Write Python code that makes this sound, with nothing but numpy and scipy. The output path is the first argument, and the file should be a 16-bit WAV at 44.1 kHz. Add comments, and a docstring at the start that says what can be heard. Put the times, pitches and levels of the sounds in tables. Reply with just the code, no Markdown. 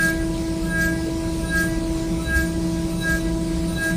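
"""At a milling machine's enclosure, a cutter takes six short passes through an aluminium block.
The cabinet rumbles, air hisses, and the spindle (the shaft that spins the cutter) hums. In each pass
the cutter sings on a multiple of the spindle's tone, drags the speed down a little and throws a spray
of metal chips. The drives that move the tool whine, and light chips patter on the walls."""
import sys
import numpy as np
from scipy import signal
from scipy.fft import rfft, irfft, next_fast_len
from scipy.io import wavfile
from scipy.ndimage import uniform_filter1d, map_coordinates

SR = 44100
rng = np.random.default_rng(int(sys.argv[2]) if len(sys.argv) > 2 else 0)


def dump_mix(stems):
    """Bounce the given channels to the path in sys.argv[1] as a 16-bit WAV at rate SR."""
    frames = np.atleast_2d(stems).T  # one column per channel
    limited = np.clip(frames, -1, 1)  # hard clip at full scale
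    pcm = np.round(limited * 32767).astype(np.int16)
    wavfile.write(sys.argv[1], SR, pcm)


N = 174636
SPINDLE_HZ = 326.65
# The six passes: (middle [s], singing [dB], length [factor], first touch [dB], leaving ring [dB],
# squeal [dB], change in drive whine [dB])
PASSES = [(.036, -18, 1.06, -50, -37.5, -47, 8), (0.808, -19.7, 1.27, -40, -39, -45, -3.5),
          (1.585, -19.5, 0.995, -35, -43, -43.5, 3), (2.364, -20.3, 1.0, -58, -45, -38.5, 4),
          (3.104, -20.5, 0.9, -63, -42.5, -38, -4), (3.85, -21, 0.89, -50, -43, -37, 3)]


def amp(db):
    """Turn decibels into a gain."""
    return 10 ** (np.asarray(db) / 20)


def unit(x):
    """Scale a signal to an average (rms) strength of 1."""
    return x / np.sqrt(np.mean(x ** 2) + 1e-20)


def along(points, hz):
    """Read between (frequency, value) points on a logarithmic frequency scale."""
    freqs, values = np.transpose(points)
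    return np.interp(np.log(hz + 1), np.log(freqs + 1), values)


def clock():
    """The time of each sample in seconds."""
    return np.arange(N) / SR


def swell(middle_s, width_s, steep=2):
    """A bell-shaped rise and fall; a steeper one has a flatter top and ends sooner."""
    return np.exp(-np.abs((clock() - middle_s) / width_s) ** steep)


def wobble(per_s):
    """A smooth curve through per_s random values a second."""
    return map_coordinates(rng.standard_normal(1024), [clock() * per_s], mode="wrap")


def filtered(x, response):
    """Give each frequency in x the gain that response sets for it."""
    size = next_fast_len(N + SR // 2)
    return irfft(rfft(x, size) * response(np.fft.rfftfreq(size, 1 / SR)), size)[..., :N]


def stereo(pair, spectrum):
    """Shape two unrelated signals and mix them to stereo: centred bass, wider treble."""
    # How alike left and right are: (frequency [Hz], likeness [0-1])
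    likeness = [(3000, 1), (5500, 1), (8000, 1), (12000, 0.38), (15000, 0.4)]
    angle = lambda hz: np.arccos(np.clip(along(likeness, hz), -1, 1)) / 2
    response = lambda hz: amp(along(spectrum, hz)) * [np.cos(angle(hz)), np.sin(angle(hz))]
    mid, side = filtered(pair, response)
    return unit(np.array([mid + side, mid - side]))


def resonance(hz, width_hz):
    """Noise that rings around one pitch."""
    return unit(filtered(rng.standard_normal(N), lambda f: 1 / (1 + ((f - hz) / width_hz) ** 2)))


def tone(cycles, flutter_db):
    """A sine wave that follows a running count of cycles, fluttering in level and phase."""
    flutter = lambda: 0.87 * wobble(14) + 1.03 * wobble(60)
    unsteady = 1 + np.log(amp(flutter_db)) * (flutter() + 1j * flutter())
    return unit(np.real(unsteady * np.exp(2j * np.pi * (cycles + rng.random()))))


def cabinet():
    """The cabinet rumbles, and its panels boom at their own pitches."""
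    # The rumble's colour: (frequency [Hz], relative level [dB])
    spectrum = [(15, -24), (26, -8), (45, .5), (75, -1), (92, -3), (125, 0), (160, -2), (190, .5),
                (220, -6.5), (255, -9.5), (300, -7.5), (345, -9), (400, -14), (480, -15.5), (580, -15.5),
                (750, -23), (1000, -25.5), (1500, -50), (3000, -75)]
    # Panel resonances: (pitch [Hz], half width [Hz], level [dB])
    panels = [(26, 4, -45), (41.2, 2.2, -36), (62.3, 7.2, -35.5), (345.4, 4, -46), (383.4, 4.6, -52.5),
              (814, 25, -57)]
    rumble = unit(filtered(rng.standard_normal(N), lambda hz: amp(along(spectrum, hz))))
    booms = sum(amp(db) * resonance(hz, width) for hz, width, db in panels)
    return amp(-29.8) * rumble + booms


def motor():
    """A motor drones roughly, growing and fading."""
    # The drone's rise and fall: (time [s], relative level [dB])
    levels = [(0.0, -29), (0.05, -23), (0.2, -41), (0.31, -29), (0.46, -36), (0.8, -21.5), (1.2, -41),
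              (1.31, -29), (1.62, -26), (2.01, -38.5), (2.14, -22.5), (2.34, -40), (2.49, -25.5),
              (3.0, -24.5), (3.58, -27), (3.68, -20), (3.86, -41.5), (3.94, -23), (3.96, -22)]
    t, hz = clock(), 172.7
    drone = unit(tone(hz * t, flutter_db=1.0) + 0.17 * resonance(hz, width_hz=24))
    return amp(np.interp(t, *np.transpose(levels)) - 3.2) * drone


def bumps():
    """A few dull bumps sound in the cabinet."""
    # Short swells of low noise: (time [s], pitch [Hz], half width [s], level [dB])
    thuds = [(1.08, 440, 0.023, -34), (1.14, 52, 0.028, -27), (2.38, 65.6, 0.074, -21.5),
             (3.12, 65, .05, -27.5), (3.26, 64.4, 0.022, -26.5)]
    return sum(amp(db) * swell(s, width) * resonance(hz, 0.18 * hz) for s, hz, width, db in thuds)


def air():
    """Air hisses at the tool, slightly patchy in pitch and time."""
    # The hiss's colour: (frequency [Hz], relative level [dB])
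    spectrum = [(650, -30), (1100, -1), (1500, -4), (1800, -6.5), (2200, -2), (2700, -4), (3300, -5.5),
                (4200, -2), (5600, -3), (7500, -6.5), (8500, -3), (9300, -6), (10400, -8), (11200, -40),
                (12600, -10), (15000, -16.5)]
    level_db, patchy_db = -40.5, 2
    noise_grid = signal.stft(rng.standard_normal((2, N)), nperseg=512)[2]
    patches = uniform_filter1d(rng.standard_normal(noise_grid.shape[1:]), size=5, axis=0)
    patches = unit(uniform_filter1d(patches, size=12, axis=1))
    pair = signal.istft(noise_grid * amp(patchy_db * patches), nperseg=512)[1][:, :N]
    return amp(level_db + 0.53 * wobble(11)) * stereo(pair, spectrum)


def wall_pings():
    """Light chips patter on the walls throughout, each with a brief ring."""
    per_s, centre_hz, fade_60db_s = 160, 4390, 0.1
    out, t = np.zeros(N + SR), np.arange(SR // 16) / SR
    for when, pitch, softness in rng.random((int(per_s * N / SR), 3)):
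        hz = centre_hz * 2 ** (2 * pitch - 1)  # up to an octave either way
        db = -53 - 2.5 * np.log(softness + 0.054)
        out[int(when * N):][:len(t)] += amp(db - 60 * t / fade_60db_s) * np.sin(2 * np.pi * hz * t)
    return out[:N]


def spindle_cycles():
    """Count the cycles of the spindle's tone, which slows a little under the load of each pass."""
    wander_hz, sag_hz = 0.22, 1.45
    load = sum(swell(s + 0.015, 0.085 * length) for s, _, length, *_ in PASSES)
    return np.cumsum(SPINDLE_HZ + wander_hz * wobble(6.06) - sag_hz * load) / SR


def spindle_hum(cycles):
    """The spindle hums; the balance of its tones shifts as the tool moves in and as it cuts."""
    # Hum tones: (multiple of the spindle's tone, level [dB], flutter [dB], dip on approach [dB],
    # change in the cut [dB])
    harmonics = [(1, -26.8, .6, 6.5, 0), (2, -38.8, 1.3, 3, 4), (3, -44.8, 1.8, 0, -8), (4, -59, 5, -3, 0),
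                 (5, -55, 5, 29, 0), (6, -57.5, 5, 30, 0), (7, -60.5, 3, -1, 0), (8, -62, 3.5, -9, 0),
                 (10, -62.5, 2, -6, 0), (12, -59, 2.5, 3, 0)]
    approach = sum(swell(s - 0.073, 0.09) for s, *_ in PASSES)
    cutting = sum(swell(s + 0.015, 0.11) for s, *_ in PASSES)
    return sum(amp(db - dip * approach + change * cutting) * tone(round(multiple) * cycles, flutter)
               for multiple, db, flutter, dip, change in harmonics)


def feeding():
    """Rises from 0 to 1 and back as the drives push the tool into the block for each pass."""
    return sum(swell(s - 0.027, 0.17, steep=4.2) for s, *_ in PASSES)


def drives():
    """The drives whine thinly, mostly louder while feeding; the strain of each cut shifts the level."""
    # The drives' whines: (pitch [Hz])
    pitches = [9207, 11197, 8879, 9538]
    # Each whine's strength: (idle level [dB], feeding level [dB])
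    levels = [(-55.5, -45), (-65.5, -59), (-79, -73), (-66, -71)]
    feed = feeding()
    strain_db = sum(db * swell(s + 0.01, 0.084) for s, *_, db in PASSES)
    return sum(amp(idle + (busy - idle) * feed + strain_db) * tone(hz * clock(), flutter_db=5)
               for hz, (idle, busy) in zip(pitches, levels))


def sizzle():
    """The tool rubs along the metal with a thin, flickering sizzle."""
    # The sizzle's colour: (frequency [Hz], relative level [dB])
    spectrum = [(3000, -50), (11200, -35), (12400, -2), (13800, 3), (15000, -7)]
    level_db = -51 + 3.5 * wobble(25.2)
    return feeding() * amp(level_db) * stereo(rng.standard_normal((2, N)), spectrum)


def tinkle():
    """A dense stream of tiny chips, each ringing briefly at its own pitch."""
    per_s, low_hz, high_hz, fade_60db_s = 900, 3490, 15000, 0.053
    t = np.arange(SR // 64) / SR
    when, pitch, softness = rng.random((int(per_s * N / SR), 3)).T[:, :, None]
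    hz = low_hz + (high_hz - low_hz) * pitch
    db = -3 * np.log(softness + 0.02)
    rings = amp(db - 60 * t / fade_60db_s) * np.sin(2 * np.pi * hz * t)
    positions = (when * N).astype(int) + np.arange(len(t))
    return unit(np.bincount(positions.ravel(), rings.ravel(), N)[:N])  # add up overlapping rings


def chip_spray(cycles):
    """Each bite throws a spray: a hiss of shearing metal and ringing chips, pulsing as the cutter turns."""
    # Bursts of chips: (time [s], level [dB])
    bursts = [(.036, -31), (.818, -32.5), (1.578, -31.8), (2.376, -34.5), (3.112, -35), (3.846, -36.5)]
    # The spray's colour: (frequency [Hz], relative level [dB])
    spectrum = [(900, -31), (2000, 0), (3000, -3), (4200, 3.5), (6000, 2), (8300, 4), (10500, -11),
                (12200, 0), (13800, 0), (15000, 0.5)]
    rise_s, fall_s, pulse_depth, flicker_db = 0.032, 0.075, 0.37, 1.2
    flow = sum(amp(db) * np.where(clock() < s, swell(s, rise_s), swell(s, fall_s)) for s, db in bursts)
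    rasp = unit((1 + pulse_depth * np.cos(2 * np.pi * cycles)) * amp(flicker_db * wobble(60)))
    hiss = rng.standard_normal((2, N))
    chips = amp(-2.5) * np.array([tinkle(), tinkle()])
    return flow * rasp * stereo(hiss + chips, spectrum)


def squeal(cycles):
    """A rough, high ring flares as the tool comes in and lingers through the cut."""
    multiple = 12
    strength = sum(amp(db) * (swell(s - 0.086, 0.026) + amp(-8) * swell(s, 0.16))
                   for s, *_, db, _ in PASSES)
    ring = tone(multiple * cycles, flutter_db=2.5)
    roughness = 0.46 * resonance(multiple * SPINDLE_HZ, width_hz=34)
    return strength * unit(ring + roughness)


def cutter(cycles):
    """The cutter grazes the block, sings through the cut and rings on as it leaves."""
    # The cutter's tones: (multiple of the spindle's tone, time from mid-pass [s],
    # half width before the pass's length factor [s], level relative to its singing [dB], flutter [dB])
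    notes = [(5, 0.0038, 0.077, -1.75, 0.8), (4, 0.013, 0.074, -21.5, 2.5), (6, 0.0051, 0.059, -24.5, 1),
             (7, 0.048, 0.11, -26.5, 3), (8, -0.0049, 0.07, -31, 2.5), (4, -0.14, 0.044, -25.5, 4),
             (5, -.31, .05, -32, 2), (6, 0.14, 0.078, -26.5, 4.5), (12, 0.035, 0.09, -29.5, 3),
             (10, 0.036, 0.067, -33, 3.5), (14, 0.012, .05, -33, 2)]
    singing = np.zeros(N)
    for multiple, offset, width, level, flutter in notes:
        strength = sum(amp(db + level) * swell(s + offset, width * length, steep=2.8)
                       for s, db, length, *_ in PASSES)
        singing += strength * tone(round(multiple) * cycles, flutter)
    graze = sum(amp(touch) * swell(s - 0.13, 0.024) + amp(leave) * swell(s + 0.17, 0.07 * length)
                for s, _, length, touch, leave, *_ in PASSES)
    return singing + graze * tone(5 * cycles, flutter_db=3.0)


def scene():
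    """Add up all the sounds; the hum, cutter, squeal and spray follow the same spindle."""
    cycles = spindle_cycles()
    tones = spindle_hum(cycles) + cutter(cycles) + squeal(cycles) + drives()
    enclosure = cabinet() + motor() + bumps() + wall_pings()
    return tones + enclosure + chip_spray(cycles) + sizzle() + air()


def record(dry):
    """Cut off the very highest treble."""
    return filtered(dry, lambda hz: hz < 15350)


dry = scene()
out = record(dry)
dump_mix(out)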